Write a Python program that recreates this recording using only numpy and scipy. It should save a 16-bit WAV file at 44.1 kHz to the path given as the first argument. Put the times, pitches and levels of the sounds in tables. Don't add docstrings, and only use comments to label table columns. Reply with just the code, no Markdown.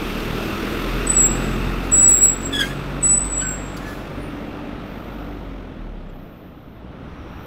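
import sys
import numpy as np
from scipy import signal
from scipy.fft import rfft, irfft
from scipy.io import wavfile
from scipy.ndimage import uniform_filter1d

SR = 44100
rng = np.random.default_rng(int(sys.argv[2]) if len(sys.argv) > 2 else 0)


def transcribe(signal):
    frames = np.atleast_2d(signal).T
    limited = np.clip(frames, -1, 1)
    pcm = np.round(limited * 32767).astype(np.int16)
    wavfile.write(sys.argv[1], SR, pcm)


N = 328986

# start_s, pitch_hz, level_db
SQUEAL_PULLS = [
    [(1.064, 8060, -48), (1.073, 8000, -22), (1.08, 7950, -22), (1.085, 7940, -36), (1.096, 7930, -21),
     (1.101, 7930, -12), (1.107, 7940, -11), (1.113, 7960, -24), (1.119, 7960, -17), (1.127, 7950, -36),
     (1.134, 7930, -18), (1.142, 7930, -19), (1.148, 7960, -26), (1.153, 7980, -21), (1.165, 7860, -23),
     (1.168, 7790, -11), (1.21, 7760, -12.5), (1.226, 7640, -19), (1.232, 7630, -14), (1.262, 7640, -13.5),
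     (1.272, 7660, -21), (1.286, 7640, -29), (1.294, 7720, -24), (1.308, 7720, -33), (1.318, 7720, -23),
     (1.328, 7730, -32), (1.336, 7740, -30), (1.36, 7780, -50)],
    [(1.912, 7955, -41), (1.922, 7840, -18), (1.942, 7790, -11), (1.964, 7830, -17), (1.976, 7822, -12),
     (2.06, 7815, -11), (2.134, 7774, -10), (2.15, 7710, -12), (2.162, 7650, -18), (2.19, 7640, -16),
     (2.198, 7650, -24), (2.21, 7690, -18), (2.224, 7756, -9.5), (2.26, 7775, -10), (2.268, 7715, -17),
     (2.298, 7703, -15), (2.324, 7714, -27), (2.334, 7724, -23), (2.365, 7770, -47)],
    [(2.44, 7940, -35), (2.446, 7640, -39), (2.46, 7560, -25.5), (2.49, 7670, -37.5)],
    [(3.025, 7980, -38), (3.031, 7930, -16), (3.052, 7873, -12), (3.07, 7870, -13), (3.08, 7876, -17),
     (3.098, 7885, -16.5), (3.116, 7900, -11.5), (3.144, 7907, -12.5), (3.16, 7940, -20),
     (3.171, 7945, -19), (3.181, 7950, -13.5), (3.201, 7995, -32), (3.215, 7970, -18), (3.224, 7980, -25),
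     (3.231, 7990, -19.5), (3.243, 8020, -32), (3.255, 8030, -28), (3.262, 8050, -32), (3.276, 8000, -31),
     (3.304, 8000, -44), (3.325, 7850, -25), (3.36, 7780, -26), (3.378, 7761, -21.5), (3.428, 7752, -24),
     (3.448, 7690, -32), (3.462, 7615, -25), (3.54, 7580, -31), (3.58, 7585, -42), (3.66, 7570, -46),
     (3.775, 7640, -54), (3.8, 7640, -66)],
]
OCTAVE_LEVELS = [-21.5, -14.5, -17.5, -15.5]
REFERENCE_HZ, OCTAVE_DB_PER_HZ = 7770, 0.119
# full_at_s, hold_s, level_db (re the squeal), rise_db_per_s, fall_db_per_s
HALF_PITCH = [(2.1, 0.3, -43, 200, 300), (2.16, .05, -36, 400, 400), (3.09, .09, -57, 604, 400)]
# deepest_dip_s, rate_hz, depth (0-1), reach_s
MODE_BEATS = [(1.193, 130, .35, .02), (1.24, 110, 0.1, .03), (2.055, 63, .35, 0.08),
              (2.176, 120, .55, 0.028), (2.278, 62, .3, .03), (3.39, 45, .25, 0.081), (3.5, 55, .25, .06)]


def squeal(rows, pull_db):
    t, (hz, db) = columns(rows)
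    db = uniform_filter1d(db, SR // 300, mode="nearest")
    octave_db = 2 * db + pull_db + OCTAVE_DB_PER_HZ * (REFERENCE_HZ - hz)
    turn = phase(hz * (1 + 0.0014 * wander(t, hz=70)))
    beat = np.zeros(len(t))
    for s, rate, depth, reach in MODE_BEATS:
        beat += depth * np.exp(-((t - s) / reach) ** 2) * np.cos(2 * np.pi * rate * (t - s))
    throb = (1 + 0.12 * wander(t, hz=70)) * (1 - beat)
    halves = np.sin(3 * turn / 2) + gain_of(6) * np.sin(turn / 2)
    halves *= 1 + .3 * wander(t, hz=30)
    lines = gain_of(db) * (np.sin(turn) + gain_of(swells(HALF_PITCH, t)) * halves)
    lines += gain_of(octave_db) * np.sin(2 * turn + .5 * wander(t, hz=200))
    return t[0], np.sqrt(2) * lines * throb * edges(t)


# start_s, pitch_hz, first_partial_db, second_partial_db, upper_db (reference for the upper partials and scrape)
PAD_GROANS = [
    [(2.522, 1775, -44, -50, -62), (2.531, 1750, -34, -25, -51), (2.539, 1720, -33, -21, -49),
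     (2.545, 1685, -32, -28, -49), (2.551, 1680, -30, -20, -46), (2.56, 1685, -31, -24, -47),
     (2.567, 1688, -31, -22, -46), (2.58, 1680, -28, -35, -54), (2.586, 1715, -36, -27, -49),
     (2.592, 1695, -27, -20, -47), (2.6, 1650, -26, -20, -44), (2.604, 1625, -26, -26, -43),
     (2.609, 1600, -19, -20, -38), (2.613, 1615, -19, -19, -39), (2.617, 1690, -18, -14, -40),
     (2.622, 1625, -27, -24, -46), (2.634, 1598, -23, -30, -51), (2.648, 1610, -29, -35, -53),
     (2.658, 1600, -35, -34, -55), (2.668, 1620, -42, -46, -57), (2.695, 1670, -46, -50, -58),
     (2.716, 1720, -32, -39, -63), (2.73, 1680, -42, -47, -63), (2.745, 1640, -46, -56, -64)],
    [(3.408, 1520, -54, -50, -65), (3.414, 1500, -46, -38, -53), (3.424, 1520, -35, -36, -52),
     (3.433, 1550, -29, -47, -59), (3.441, 1540, -40, -54, -60), (3.45, 1525, -31, -54, -63),
     (3.485, 1510, -39, -60, -69), (3.502, 1515, -36, -62, -68), (3.56, 1490, -47, -66, -73)],
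    [(3.81, 1705, -52, -70, -84), (3.86, 1711, -41, -65, -78), (3.915, 1716, -39, -63, -76),
     (3.95, 1720, -45, -67, -80)],
]
# multiple (of the pitch), level_db (re upper_db)
UPPER_PARTIALS = [(3, 5.5), (4, 3), (5, 2), (6, 0.5), (7, -9), (8, -8.5), (9, -15)]
# freq_hz, level_db
SCRAPE_SPECTRUM = [(1500, -21.5), (4000, 3.5), (6700, -3), (7500, 0), (8500, -15.5), (10000, -2),
                   (11500, -9), (13500, -5.5), (15800, -9)]


def groan(rows):
    t, (hz, first_db, second_db, upper_db) = columns(rows)
    turn = phase(hz * (1 + .006 * wander(t, hz=250)))
    upper = np.zeros(len(t))
    for k, db in UPPER_PARTIALS:
        tremble = 1 + .45 * wander(t, hz=140)
        upper += gain_of(db) * tremble * np.sin(k * turn + .5 * wander(t, hz=350))
    scrape = evened(coloured(rng.standard_normal(len(t)), SCRAPE_SPECTRUM))
    upper += gain_of(-6 + 3 * wander(t, hz=60)) * scrape
    low = np.zeros(len(t))
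    for k, db in (1, first_db), (2, second_db):
        tremble = 1 + .22 * wander(t, hz=150)
        low += gain_of(db) * tremble * np.sin(k * turn + .4 * wander(t, hz=300))
    return t[0], np.sqrt(2) * (low + gain_of(upper_db) * upper) * edges(t)


# start_s, length_s, pitch_hz, level_db, waver (share of the pitch)
SIDE_WHISTLES = [(2.159, .06, 4800, -51, .005), (2.17, .04, 5900, -57, .012), (2.17, .035, 7130, -49, .004),
                 (2.16, .06, 9450, -52, .015), (2.615, .035, 2100, -31, .02), (2.645, .045, 2150, -38, .02),
                 (2.6, .07, 13400, -49, .016), (2.67, .06, 13400, -57, .016), (2.62, .12, 6650, -55, .012),
                 (2.62, .07, 10000, -55, .012), (2.62, .03, 8400, -52, .01), (3.012, .018, 8200, -45, .005),
                 (3.043, .115, 7000, -51, .003), (2.16, .07, 13500, -58, .012),
                 (2.17, .05, 10200, -58, .03), (2.305, .085, 12500, -63, .004),
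                 (3.085, .034, 8750, -58, .005), (3.035, .09, 15000, -60, .006),
                 (3.165, .04, 14300, -62, .015), (3.4, .05, 10550, -61, .012),
                 (3.45, .13, 10700, -67, .008), (3.49, .06, 12200, -67, .006), (3.5, .07, 13700, -66, .01),
                 (3.402, .016, 3450, -41, .025), (3.41, .19, 9200, -59, .008),
                 (3.768, .022, 4750, -48, .004), (3.767, .01, 6600, -50, .01), (3.825, .02, 6800, -58, .01),
                 (3.85, .05, 6000, -59, .015), (3.79, .06, 13300, -65, .015),
                 (3.895, .15, 13200, -62, .015), (6.087, .022, 7550, -70, .005)]


def whistle(s, length, hz, db, waver):
    t = np.arange(0, length, 1 / SR)
    turn = phase(hz * (1 + waver * wander(t, hz=200)))
    tremble = 1 + 0.31 * wander(t, hz=80)
    return s, np.sqrt(2) * gain_of(db) * tremble * np.sin(turn) * edges(t, .003, length / 3)


# start_s, level_db (before the soft start), t60_s
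SOFT_PUFFS = [(1.835, -45, .35), (2.17, -43, .2), (2.41, -45, .2), (2.611, -38, .2), (2.809, -57, .044),
              (2.909, -56, 0.06), (3.245, -45, .2), (3.767, -34, 0.05), (3.899, -44, .08),
              (6.095, -61, .06)]


def soft_puffs():
    out, t = np.zeros(N), np.arange(SR // 2) / SR
    bursts = coloured(rng.standard_normal((len(SOFT_PUFFS), len(t))), SCRAPE_SPECTRUM)
    for (s, db, t60), burst in zip(SOFT_PUFFS, bursts):
        decay = gain_of(db - 60 * t / max(t60, .01))
        add(out, s, decay * (1 - np.exp(-t / 0.003)) * evened(burst))
    return out


# full_at_s, hold_s, level_db, rise_db_per_s, fall_db_per_s
PAD_RUB = [(2.625, 0.044, -42, 800, 198.3), (3.77, 0.0027, -44, 2020, 359.6),
           (3.892, 0.0053, -47, 91, 75.03)]


def rub():
    t = np.arange(N) / SR
    return gain_of(swells(PAD_RUB, t)) * evened(coloured(rng.standard_normal(N), SCRAPE_SPECTRUM))


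# freq_hz, t60_s
WALL_DECAY = [(1000, 0.68), (4000, 0.28), (8000, 0.92), (15000, 1)]
# freq_hz, level_db
ECHO_COLOUR = [(7550, -5.5), (8000, 8.5), (9000, 1)]


def walls(x):
    taps = np.zeros(SR)
    at = np.arange(400, SR - 20, 20)
    taps[at + rng.integers(0, 20, len(at))] = rng.choice([-1., 1.], len(at))
    hz, t, z = signal.stft(taps, SR, nperseg=256)
    decay = gain_of(-60 * t / read(WALL_DECAY, hz)[:, None])
    tail = signal.istft(z * decay, SR, nperseg=256)[1]
    return signal.fftconvolve(coloured(x, ECHO_COLOUR), tail / np.linalg.norm(tail))[:N]


# start_s, firing_hz (before smoothing),
# first_order_db, second_order_db, third_order_db, fifth_order_db, high_db (reference for the sixth order and up)
TRUCK_ENGINE = [(0.0, 38.85, -33, -39, -44, -37, -42), (0.32, 39.38, -30, -48, -34, -41, -33),
                (0.51, 40.55, -42, -35, -42.5, -34, -35.5), (0.91, 42.64, -25.5, -54, -35.5, -42, -39.5),
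                (1.49, 44.05, -26, -46, -33, -28.5, -40), (1.68, 44.35, -26, -32, -33.5, -41, -39.5),
                (2.1, 45.23, -30, -45, -37.5, -46, -33.5), (2.16, 45.12, -32, -48, -39.5, -50, -50.5),
                (2.49, 45.7, -33, -36.5, -41, -36.5, -32.5), (2.79, 46.65, -33.5, -54, -33, -57, -37),
                (3.18, 47.59, -30, -42, -37, -46, -47.5), (3.26, 47.5, -28, -44, -51, -40, -35),
                (3.45, 47.7, -32, -42, -38, -52.5, -40), (4.61, 48.75, -43.5, -48, -48, -47, -38),
                (5.09, 48.84, -37.5, -51, -43, -47.5, -51), (5.21, 49.95, -35.5, -52, -46, -48.5, -40.5),
                (5.56, 46.24, -34, -46.5, -59, -56, -40), (5.74, 41.13, -45, -44.5, -46, -48.5, -45),
                (5.82, 40.77, -31, -47, -48, -44, -46.5), (6.05, 32.1, -35, -48, -59.5, -50.5, -49),
                (6.14, 30.8, -37, -48, -43.5, -55, -50), (6.3, 28.5, -54, -53, -50, -45, -59)]
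# multiple (of the firing rate), level_db (re third_order_db)
MIDDLE_ORDERS = [(3, 0), (4, -6.5)]
# multiple (of the firing rate), level_db (re high_db)
UPPER_ORDERS = [(6, -1), (7, -20), (8, -10.5)]


def truck_engine():
    out = np.zeros(N)
    t, (_, first_db, second_db, third_db, fifth_db, high_db) = columns(TRUCK_ENGINE)
    turn = firing()[:len(t)]
    orders = gain_of(first_db) * np.sin(turn)
    groups = [([(2, 0)], second_db), (MIDDLE_ORDERS, third_db), ([(5, 0)], fifth_db), (UPPER_ORDERS, high_db)]
    for table, level_db in groups:
        for k, db in table:
            tremble = 1 + .15 * wander(t, hz=5)
            orders += gain_of(level_db + db) * tremble * np.sin(k * turn + .25 * wander(t, hz=3))
    add(out, t[0], np.sqrt(2) * orders * edges(t, 0.00073, 0.077))
    return out


def firing():
    s, hz = np.transpose(TRUCK_ENGINE)[:2]
    rate = np.interp(np.arange(N) / SR, s, hz)
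    return phase(uniform_filter1d(rate, SR // 3, mode="nearest"))


# start_s, pitch_hz, level_db
CAR_HUM = [(6.75, 56, -44), (6.92, 64.2, -46), (7.46, 65, -46.5)]
# start_s, pitch_hz, level_db
CAR_WHINE = [(6.95, 5700, -89), (7.2, 5670, -68.5), (7.46, 5660, -68)]


def coming_car():
    out = np.zeros(N)
    for rows, waver in (CAR_HUM, .01), (CAR_WHINE, .035):
        t, (hz, db) = columns(rows)
        turn = phase(hz * (1 + waver * wander(t, hz=201)))
        add(out, t[0], np.sqrt(2) * gain_of(db) * np.sin(turn) * edges(t, 0.039, 1e-3))
    return out


# full_at_s, hold_s, level_db, rise_db_per_s, fall_db_per_s
BODY_SWELL = [(.45, 0.6, -30, 6, 5)]
# freq_hz, width_hz, level_db (relative)
BODY_RESONANCES = [(367.4, 127, 0.5), (1310, 260, -11.5), (2640, 290, -14.5), (3580, 200, -19.5)]
BODY_GONE_S = 3


def truck_body(t, hz, patches):
    bands = [db - 11.0 * ((hz - f) / width) ** 2 for f, width, db in BODY_RESONANCES]
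    level_db = swells(BODY_SWELL, t) - 20.0 * np.maximum(t - BODY_GONE_S, 0)
    return noise(np.max(bands, axis=0) + patches, t, level_db)


# start_s, rumble_db, tyre_roar_db
TRAFFIC_LEVELS = [(0, -30, -33.5), (.95, -29.5, -31), (1.43, -27, -31.5), (2.199, -32, -35),
                  (2.78, -32.5, -35.5), (3.6, -33, -37), (4.3, -32.5, -39), (5.28, -34.5, -41.5),
                  (6, -38.5, -49), (6.71, -40, -52), (7.02, -35.5, -46), (7.46, -36, -42.5)]
# freq_hz, level_db (per Hz)
ROAR_SPECTRUM = [(240, -26.5), (400, -4), (773, -6.5), (1320, -1), (1640, -7), (2720, -10), (3030, -21),
                 (3640, -18.5), (5850, -28), (7140, -34.5), (8200, -34.5), (11300, -41.5), (13400, -32),
                 (15600, -47.5)]
DULL_START_DB, DULL_DB_PER_S = 4, -1.0852


def tyre_roar(t, hz, patches):
    dull_db = DULL_START_DB + DULL_DB_PER_S * t
    tilt = dull_db * np.log2(np.maximum(hz / 1000, 1))
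    return noise(read(ROAR_SPECTRUM, hz) + tilt + 0.84 * patches, t, traffic_levels(t)[1])


# freq_hz, level_db (per Hz)
STREET_SPECTRUM = [(1800, -24), (2800, 1), (3300, 1.5), (3900, -4), (4600, -15.5), (5800, -15),
                   (7100, -26.5), (9700, -24), (11900, -26), (13400, -25), (15700, -28)]
STREET_DB, STREET_FOLLOW = -18.5, 0.86
ROLL_DB, ROLL_S = 5.5, 1.3


def street_hiss(t, hz, patches):
    rolling_db = ROLL_DB * np.exp(-(t / ROLL_S) ** 2)
    level_db = STREET_DB + STREET_FOLLOW * traffic_levels(t)[1] + rolling_db
    return noise(read(STREET_SPECTRUM, hz) + patches, t, level_db)


# freq_hz, level_db (per Hz)
RUMBLE_SPECTRUM = [(12, -26.5), (20, 12), (54, -5), (156, -1), (201, 0), (300, -1), (357, -8.5),
                   (567, -8.5), (900, -17), (1170, -61.5), (1980, -120)]
# start_s, tilt_db (per octave)
RUMBLE_TILT = [(0, 0.6), (1.4, .5), (2.8, 1), (5.3, 1), (6.8, -1), (7.46, -1.5)]


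def rumble(t, hz, patches):
    tilt = np.interp(t, *np.transpose(RUMBLE_TILT)) * np.log2(np.maximum(hz, 30) / 200)
    return noise(read(RUMBLE_SPECTRUM, hz) + tilt + 0.75 * patches, t, traffic_levels(t)[0])


# full_at_s, hold_s, level_db, rise_db_per_s, fall_db_per_s
FIZZ_SWELLS = [(4.12, .36, -66.5, 62, 150), (4.87, .35, -62, 259, 43), (6.15, .33, -65, 250.5, 120),
               (6.55, .23, -70, 201, 350.5), (7.32, .06, -68, 349.5, 100), (7.46, .02, -57.5, 109, 101)]
# full_at_s, hold_s, level_db, rise_db_per_s, fall_db_per_s
SHORT_HISS = [(4.234, 0.011, -55.5, 220.3, 170.5)]


def fizz(t, hz, patches):
    high = noise(-6.5 * ((hz - 13800) / 1100) ** 2 + 1.5 * patches, t, swells(FIZZ_SWELLS, t))
    low = noise(-6.5 * ((hz - 9500) / 700) ** 2 + 1.64 * patches, t, swells(SHORT_HISS, t))
    return high + low


CLATTER = .12


def traffic():
    t, hz = np.arange(N // 256 + 5) * 256 / SR, np.fft.rfftfreq(1024, 1 / SR)[:, None]
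    grain = rng.standard_normal((len(t), len(hz))).T
    patches = evened(uniform_filter1d(uniform_filter1d(grain, 10, 0), 14, 1))
    field = t, hz, patches
    pulsing = np.arange(N) < TRUCK_ENGINE[-1][0] * SR
    pulse = 1 + CLATTER * (1 + 0.33 * wander(pulsing, hz=9.8)) * np.cos(firing()) * pulsing
    pulsed = (truck_body(*field) + tyre_roar(*field) + street_hiss(*field)) * evened(pulse)
    return rumble(*field) + pulsed + fizz(*field)


def traffic_levels(t):
    s, *curves = np.transpose(TRAFFIC_LEVELS)
    return [np.interp(t, s, c) for c in curves]


def gain_of(db):
    return 10 ** (np.asarray(db) / 20)


def evened(x):
    return x / np.sqrt(np.mean(x ** 2) + 1e-20)


def phase(hz):
    return 2 * np.pi * np.cumsum(hz) / SR


def read(points, hz):
    f, value = np.transpose(points)
    return np.interp(np.log(hz + 1), np.log(f + 1), value)


def coloured(x, points):
    size = x.shape[-1]
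    return irfft(rfft(x) * gain_of(read(points, np.fft.rfftfreq(size, 1 / SR))), size)


def columns(rows):
    s, *rest = np.transpose(rows)
    t = np.arange(s[0], s[-1], 1 / SR)
    return t, [np.interp(t, s, c) for c in rest]


def swells(rows, t):
    return np.max([db - rise * np.maximum(s - t, 0) - fall * np.maximum(t - s - hold, 0)
                   for s, hold, db, rise, fall in rows], axis=0)


def wander(t, hz):
    size = max(int(SR / hz / 2), 2)
    return evened(uniform_filter1d(uniform_filter1d(rng.standard_normal(len(t)), size), size))


def noise(field_db, t, level_db):
    shape = gain_of(field_db) * np.ones(len(t))
    a, b = rng.standard_normal((len(t), len(shape), 2)).T
    z = (a + 1j * b) * shape / np.sqrt((shape ** 2).mean(0))
    x = evened(signal.istft(z, nperseg=1024, noverlap=768)[1][:N])
    return x * gain_of(np.interp(np.arange(N) / SR, t, level_db))


def edges(t, rise=0.0027, fall=0.002):
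    ramp = np.minimum((t - t[0]) / rise, (t[-1] - t) / fall)
    return np.sin(np.pi / 2 * np.clip(ramp, 0, 1)) ** 2


def add(mix, s, sound):
    part = mix[max(round(s * SR), 0):][:len(sound)]
    part += sound[:len(part)]


def scene():
    brake = soft_puffs() + rub()
    for rows, pull_db in zip(SQUEAL_PULLS, OCTAVE_LEVELS):
        add(brake, *squeal(rows, pull_db))
    for rows in PAD_GROANS:
        add(brake, *groan(rows))
    for row in SIDE_WHISTLES:
        add(brake, *whistle(*row))
    echoes = gain_of(-19.0) * walls(brake)
    return (brake + echoes + truck_engine() + coming_car() + traffic())[None]


EDGE_HZ = 15768


def record(dry):
    taps = signal.firwin(4095, EDGE_HZ, window=("kaiser", 12), fs=SR)
    return signal.oaconvolve(dry, taps[None], "same")


dry = scene()
out = record(dry)
transcribe(out)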